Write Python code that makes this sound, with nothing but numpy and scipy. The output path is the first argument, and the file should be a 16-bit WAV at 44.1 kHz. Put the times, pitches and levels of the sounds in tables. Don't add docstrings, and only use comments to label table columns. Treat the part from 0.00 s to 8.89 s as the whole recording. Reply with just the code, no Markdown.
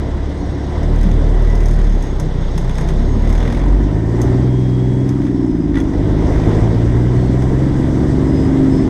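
import sys
import numpy as np
from scipy import signal
from scipy.fft import rfft, irfft, next_fast_len
from scipy.io import wavfile
from scipy.ndimage import uniform_filter1d

SR = 44100
rng = np.random.default_rng(int(sys.argv[2]) if len(sys.argv) > 2 else 0)


def inscribe(sig):
    pcm = np.round(np.clip(np.atleast_2d(sig).T, -1, 1) * 32767)
    wavfile.write(sys.argv[1], SR, pcm.astype(np.int16))


def elevation(decibels):
    levels = np.asarray(decibels, float)
    return 10 ** (levels / 20)


N = 392049


def rms_one(x):
    return x / np.sqrt(np.mean(x ** 2) + 1e-20)


def in_time(rows):
    t_s, *columns = np.transpose(rows)
    return [np.interp(np.arange(N) / SR, t_s, column) for column in columns]


def at_hz(points, hz):
    curve_hz, db = np.transpose(points)
    return np.interp(np.log(hz), np.log(curve_hz), db)


def drift(corner_hz, size=N, step=1):
    r = np.exp(-200 * np.pi * corner_hz / SR)
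    noise = rng.standard_normal(N // 100 + 1002)
    slow = signal.lfilter([1], [1, -2 * r, r * r], noise)[1000:]
    return np.interp(np.arange(0, size, step) / 100, np.arange(len(slow)), rms_one(slow))


def coloured(spectrum, patchy_db, count):
    size = next_fast_len(N)
    hz = np.maximum(np.arange(size // 2 + 1) * SR / size, 1)
    modes_db = 1.5 * np.interp(hz, np.arange(0, SR / 2, 45), rng.standard_normal(SR // 90))
    shaped = rfft(rng.standard_normal(size)) * elevation(at_hz(spectrum, hz) + modes_db)
    centres = np.log(np.geomspace(spectrum[1][0], spectrum[-2][0], count))
    out = 0
    for share in np.eye(count):
        band = irfft(shaped * np.interp(np.log(hz), centres, share), size)[:N]
        out = out + band * elevation(patchy_db * drift(12.0))
    return rms_one(out)


def resonance(x, hz, width_hz):
    r = np.exp(-np.pi * width_hz / SR)
    poles = [1, -2 * r * np.cos(2 * np.pi * hz / SR), r * r]
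    return signal.lfilter([(1 - r * r) / 2, 0, (r * r - 1) / 2], poles, x + 1e-18)


def coasting(per_s):
    fall = np.clip(-np.gradient(per_s) * SR / 20, 0, 1)
    return uniform_filter1d(fall, size=4800)


# [f/Hz, level/dB]
CAB_BOOM = [(28, -18), (31, -17.5), (35, -12), (38.5, -10), (42.5, -18), (47.5, -0.5), (54, -25.5),
            (62, -23), (72, -18), (78, -19.5), (90, -26.5), (105, -20), (125, -14.5), (142, -20),
            (160, -13), (175, -18), (190, -17), (210, -23), (250, -18.5), (300, -14.5), (340, -16.5),
            (375, -17.5), (392, -19.5), (410, -27), (440, -41)]
# [level/dB, share of push, coasting loss/dB]
FIRING_MULTIPLES = [(-1.4, 1.06, -2), (0.95, 0.18, 8), (-7, 0.11, 0), (-12, 0.15, 1), (-14.5, 0.19, -2),
                    (-13, 0.3, 6.5)]


def firing(fired, per_s, push_db):
    coast, out = coasting(per_s), 0
    for k, (db, share, lost_db) in enumerate(FIRING_MULTIPLES):
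        multiple = k + 1
        level_db = db + share * push_db - lost_db * coast
        level_db = level_db + at_hz(CAB_BOOM, multiple * per_s) + .55 * k * drift(5.0)
        phase = 2 * np.pi * multiple * fired + rng.uniform(0, 2 * np.pi)
        out = out + np.sqrt(2) * elevation(level_db) * np.sin(phase)
    return out


# [f/Hz, level/dB]
PANEL_RESPONSE = [(20, -19), (50, -3), (90, -4), (135, -3), (200, -8), (235, -7.5), (265, 0), (300, -2),
                  (345, -8), (390, -6.5), (420, -47.5), (600, -36)]
# [multiple, level/dB]
CRANK_LIFT = [(.5, -4), (1.5, -0.5), (2.5, 5.5), (3.5, -8.5), (4.5, 4), (5, 1.5), (8, 1.5), (11, 2.5),
              (13, 2), (14, -0.5), (19, 4)]


def crank_beat(fired, per_s, beat_db):
    step = 16
    waver_db, wander_rad, spread_rad = 1.5, .17, .85
    full_growth_hz, growth_db_per_octave, idle_per_s = 212, 19.5, 36.6
    coast = coasting(per_s)[::step]
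    fired, per_s, beat_db = fired[::step], per_s[::step], beat_db[::step]
    growth_db = growth_db_per_octave * np.log2(per_s / idle_per_s)
    lift_db, out = dict(CRANK_LIFT), 0
    for order in sorted({*range(1, 29), *lift_db} - {3, 6, 9, 12, 15, 18}):
        hz = order * per_s / 3
        level_db = beat_db + 3 * coast - 7.0 + at_hz(PANEL_RESPONSE, hz) + lift_db.get(order, 0)
        level_db = level_db + growth_db * np.minimum(hz / full_growth_hz, 1) ** .5
        off_peak = np.minimum(np.abs(hz - 295) / 90, 1)
        level_db = level_db + coast * (3 - 9 * off_peak)
        phase = 2 * np.pi * order * fired / 3 + rng.normal(0, spread_rad)
        phase = phase + wander_rad * drift(3.5, step=step) + .3 * coast * drift(9.0, step=step)
        out = out + elevation(level_db + waver_db * drift(3.5, step=step)) * np.sin(phase)
    return signal.resample_poly(out, step, 1)[:N]


# [f/Hz, relative density/dB per Hz]
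RUMBLE_SPECTRUM = [(8.8, -22.5), (15, -2.5), (65, -1.5), (129, -5), (224, -9.5), (362, -8), (484, -14.5),
                   (700, -23.5), (910, -50), (1540, -120)]


def rumble(load_db):
    return elevation(-21.5 + 1.41 * load_db) * coloured(RUMBLE_SPECTRUM, patchy_db=2.0, count=4)


def knock(fired, spectrum, depth, fade, uneven_db):
    strength = elevation(uneven_db * rng.standard_normal(int(fired[-1]) + 1))[fired.astype(int)]
    gate = 1 + depth * strength * np.exp(-fade * (fired % 1))
    return rms_one(coloured(spectrum, patchy_db=1.2, count=7) * gate * elevation(0.26 * drift(11.0)))


# [f/Hz, relative density/dB per Hz]
KNOCK_SPECTRUM = [(260, -24.5), (450, -7), (722, -3), (814, -8.5), (938, -6), (1230, -14), (1630, -16),
                  (1970, -12.5), (2380, -25.5), (2700, -36.5), (3510, -56), (5940, -120)]


def dull_knock(fired, load_db):
    return elevation(-33 + 1.1 * load_db) * knock(fired, KNOCK_SPECTRUM, depth=.22, fade=3.0, uneven_db=2.5)


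# [f/Hz, relative density/dB per Hz]
BRIGHT_SPECTRUM = [(1410, -24), (2400, -7), (2690, -4.5), (3420, 2), (4360, -7), (5090, -4), (6260, -6),
                   (7240, -13.5), (8120, -10.5), (9760, -23.5), (12100, -26), (14200, -36.5),
                   (15000, -47.5)]


def bright_knock(fired, per_s, load_db):
    bright = knock(fired, BRIGHT_SPECTRUM, depth=.18, fade=4.0, uneven_db=3.0)
    top = 1.37 * resonance(bright, 7800, 2200) + 1.4 * resonance(bright, 11800, 2500)
    bright = bright + np.maximum(per_s / 50 - 1, 0) * top
    clatter = 1.54 * resonance(bright, 3800, 1100)
    bright = bright + np.maximum(1 - per_s / 50, 0) * clatter
    return elevation(-47 + load_db) * bright


# [start t/s, length/s, f/Hz, level/dB]
PANEL_HUMS = [(-.3, 1.75, 287.3, -30.5), (-.3, 2.1, 353.6, -36), (2.034, 1.1, 156.6, -25),
              (2.838, 1.16, 234.3, -24.5), (5.597, .85, 271.8, -25)]


def hums():
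    t, out = np.arange(N) / SR, 0
    width_hz, edge_s = 6, .25
    for start_s, length_s, hz, db in PANEL_HUMS:
        spell = np.clip(np.minimum(t - start_s, start_s + length_s - t) / edge_s, 0, 1)
        ring = resonance(resonance(rng.standard_normal(N), hz, width_hz), hz, 3 * width_hz)
        out = out + elevation(db) * spell * rms_one(ring)
    return out


# [middle t/s, length/s, bright level/dB, dull level/dB]
RATTLE_SPELLS = [(1.054, 0.19, -44.5, -29), (1.713, 0.76, -43.5, -32), (2.8, 0.63, -47.5, -54),
                 (3.314, 0.2, -45, -46), (3.47, .46, -46, -24), (5.264, 0.047, -57, -30.5),
                 (6.453, 0.34, -51.5, -30.5)]


def rattle(t_s):
    rest_db, skirt_db = np.array([[-60], [-54]]), 12
    out = elevation(rest_db) * np.ones(len(t_s))
    for middle_s, length_s, *db in RATTLE_SPELLS:
        out = out + elevation(np.array(db)[:, None] - skirt_db * (2 * (t_s - middle_s) / length_s) ** 2)
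    return out


# [t/s, level/dB, dull part re level/dB]
TRIM_TICKS = [(0.832, -36, -17), (1.0313, -36, -11), (2.025, -31, -9), (2.1987, -23.5, -11),
              (2.578, -24, -5), (2.694, -35, 2), (2.754, -34, -4), (2.7827, -29, 0), (2.8123, -36, 0),
              (2.8878, -29.5, 1), (3.2931, -37, -4), (3.379, -67, -5), (4.2161, -21.5, -12.5),
              (5.0907, -31, -2.5), (5.217, -45, 6), (5.251, -47.5, -10), (5.7425, -54, 20),
              (5.7545, -39, 8), (5.7713, -38.5, 8.5), (5.7834, -38, 0), (5.8023, -34, -7), (7.4215, -38, 2)]
# [f/Hz, first-pass width/Hz, level/dB]
TRIM_MODES = [(970, 460, 4), (1894, 470, 3.5), (3400, 426, -2.5), (5230, 420, -3.5), (6320, 440, -0.5),
              (8200, 1300, -7.5), (10600, 2000, -9), (12800, 1800, -22)]


def trim(fired):
    hits, dull = np.zeros(N), np.zeros(N)
    at = np.flatnonzero(np.diff(fired.astype(int))) + 1
    chance = rng.standard_normal((len(at), 2))
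    bright_gain, dull_gain = rattle(at / SR)
    hits[at] = bright_gain * elevation(2.6 * chance[:, 0])
    hits = signal.lfilter([.1], [1, -.97], hits)
    dull[at] = dull_gain * elevation(1.5 * chance[:, 1])
    for t_s, db, rel_db in TRIM_TICKS:
        hits[round(t_s * SR)] += elevation(db + 3)
        dull[round(t_s * SR)] = elevation(db + rel_db + 6.5)

    def decay(x, t60_s):
        return signal.lfilter([1], [1, -elevation(-60 / (t60_s * SR))], x + 1e-18)

    hits, dull = [decay(x, .02) + .3 * decay(x, .14) for x in (hits, dull)]
    dull = signal.lfilter([.02], [1, -.98], dull)
    out = 0
    for hz, width_hz, db in TRIM_MODES:
        ring = resonance(resonance(rng.standard_normal(N), hz, width_hz), hz, 3 * width_hz)
        out = out + elevation(db) * (hits if hz > 4000 else dull) * rms_one(ring)
    return elevation(-11) * out


# [start t/s, length/s, level/dB]
JINGLE_SPELLS = [(0.294, .55, -61), (1.25, 2.4, -66)]
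# [f/Hz, level/dB]
JINGLE_MODES = [(4221, -2), (5157, -1), (5512, 1), (5803, -4), (6008, -14), (6487, 4), (7246, -15),
                (8700, -8)]


def jingle():
    shake, t = rng.standard_normal(N), np.arange(N) / SR
    attack_s, release_s, climb_db_per_s = .087, .2, .5
    tones, spells = 0, 0
    for hz, db in JINGLE_MODES:
        ring = resonance(resonance(shake, hz, 25.0), hz, 40.0)
        tones = tones + elevation(db + 3.8 * drift(4.0)) * rms_one(ring)
    for start_s, length_s, db in JINGLE_SPELLS:
        edges = np.minimum((t - start_s) / attack_s, (start_s + length_s - t) / release_s)
        spells = spells + elevation(db + climb_db_per_s * (t - start_s)) * np.clip(edges, 0, 1)
    return spells * tones


# [t/s, level/dB, f/Hz, t60/s]
SHIFT_THUDS = [(1.049, -7, 197, 0.16), (1.052, -10, 171, 0.27), (5.766, -21.5, 1950, 0.089),
               (5.768, -29, 1420, .14), (5.802, -32, 3370, 0.065), (6.353, -1.5, 70.5, 0.18)]


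def thuds():
    out, t = np.zeros(N), np.arange(SR // 2) / SR
    for t_s, db, hz, t60_s in SHIFT_THUDS:
        swell = 1 - np.exp(-t * hz * 0.67)
        out[round(t_s * SR):][:len(t)] += elevation(db - 60 * t / t60_s) * swell * np.sin(2 * np.pi * hz * t)
    return out


# [start t/s, length/s, first f/Hz, last f/Hz, level/dB]
SHAFT_WHINES = [(1.437, 0.25, 1954, 2030, -41), (3.85, 0.6, 1810, 1820, -49), (4.35, 0.54, 3240, 3280, -52),
                (4.601, .6, 3270, 3350, -53), (5.23, .5, 5580, 4850, -57), (7.126, 0.23, 4270, 4300, -55.5),
                (8.21, 0.31, 5000, 5050, -50), (8.693, 0.15, 5180, 5200, -47)]


def whines():
    out = np.zeros(N + SR)
    edge_share = .25
    for start_s, length_s, first_hz, last_hz, db in SHAFT_WHINES:
        part = np.linspace(0, 1, round(length_s * SR))
        size, slide_hz = len(part), last_hz - first_hz
        blur_hz = 8 + .02 * abs(slide_hz) / length_s
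        hz = first_hz + slide_hz * part + blur_hz * drift(76, size=size)
        flutter_db = 2.2 * drift(30, size=size) + .07 * blur_hz * drift(140, size=size)
        shape = np.minimum(np.minimum(part, 1 - part) / edge_share, 1) * elevation(db + flutter_db)
        tone = np.sqrt(2) * shape * np.sin(2 * np.pi * np.cumsum(hz) / SR)
        out[round(start_s * SR):][:size] += tone
    return out[:N]


# [t/s, firing rate f/Hz]
ENGINE_SPEED = [(0.0, 34.6), (0.3, 34.8), (0.55, 34.1), (0.66, 34.3), (0.78, 37.8), (0.91, 38.7),
                (1.17, 39.1), (1.82, 37.75), (1.95, 36), (2.08, 32.3), (2.34, 30.9), (2.73, 30.5),
                (2.86, 31), (3.12, 36), (3.38, 39.5), (3.77, 47.9), (4.29, 60.8), (4.42, 62.9), (4.9, 62.9),
                (5.2, 64.7), (5.33, 61.6), (5.72, 52.2), (5.87, 49.1), (5.98, 49.8), (6.11, 53.2),
                (6.37, 51.6), (6.63, 55.4), (7.02, 60.2), (7.28, 62.4), (7.54, 65.4), (7.8, 69),
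                (8.19, 71.4), (8.5, 72.7), (8.89, 71.8)]
# [t/s, exhaust push level/dB, load level/dB, driveline shake level/dB]
DRIVER_FOOT = [(0.0, -11, 0, 5), (0.2, -12, -0.5, 2), (0.65, -18, -1, 5.5), (0.78, -10, 1.5, -7),
               (0.91, 1.5, 1, -4), (1.3, 2.5, 1.5, -1), (1.95, 2, 0, -7), (2.08, -3.5, 0, 5),
               (2.34, 1.5, -0.5, 1), (2.99, 4.5, 1, 2), (3.12, -2, 0, 8.5), (3.38, 4, 2, 0.5),
               (3.77, -4.5, 0.5, 5.5), (4.03, 5.5, 0, 2.5), (4.29, 5, 3, 2.5), (4.55, 1.5, -1, -1.5),
               (4.94, -0.5, -2, -1), (5.2, -14, -2.5, 4.5), (5.33, -3, -3.5, 4.5), (5.72, -2, -3.5, 6.5),
               (5.9, -16, 0, 7), (6.11, 5, 2, 5), (6.3, 3, 4, 2), (6.6, 7, 4.5, 2.5), (6.85, 6.5, 2, -1),
               (7.54, 4, 2, -1), (7.8, -1.5, 2, 1.5), (8.45, -1, 2.5, 2), (8.89, -12, 2, 4.5)]


def scene():
    per_s, = in_time(ENGINE_SPEED)
    push_db, load_db, shake_db = in_time(DRIVER_FOOT)
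    fired = np.cumsum(per_s) / SR
    engine = firing(fired, per_s, push_db)
    engine = engine + crank_beat(fired, per_s, -31 + 0.14 * load_db + shake_db)
    engine = engine + rumble(load_db)
    engine = engine + dull_knock(fired, load_db) + bright_knock(fired, per_s, load_db)
    cab = hums() + trim(fired) + jingle()
    return (engine + cab + thuds() + whines())[None]


def low_pass(x):
    return signal.sosfilt(signal.butter(12, 15150, fs=SR, output="sos"), x)


def record(dry):
    fade = np.minimum(np.arange(N)[::-1] / (.004 * SR), 1)
    mix = fade * 1.252 * np.tanh(dry / 1.377)
    return low_pass(mix)


dry = scene()
out = record(dry)
inscribe(out)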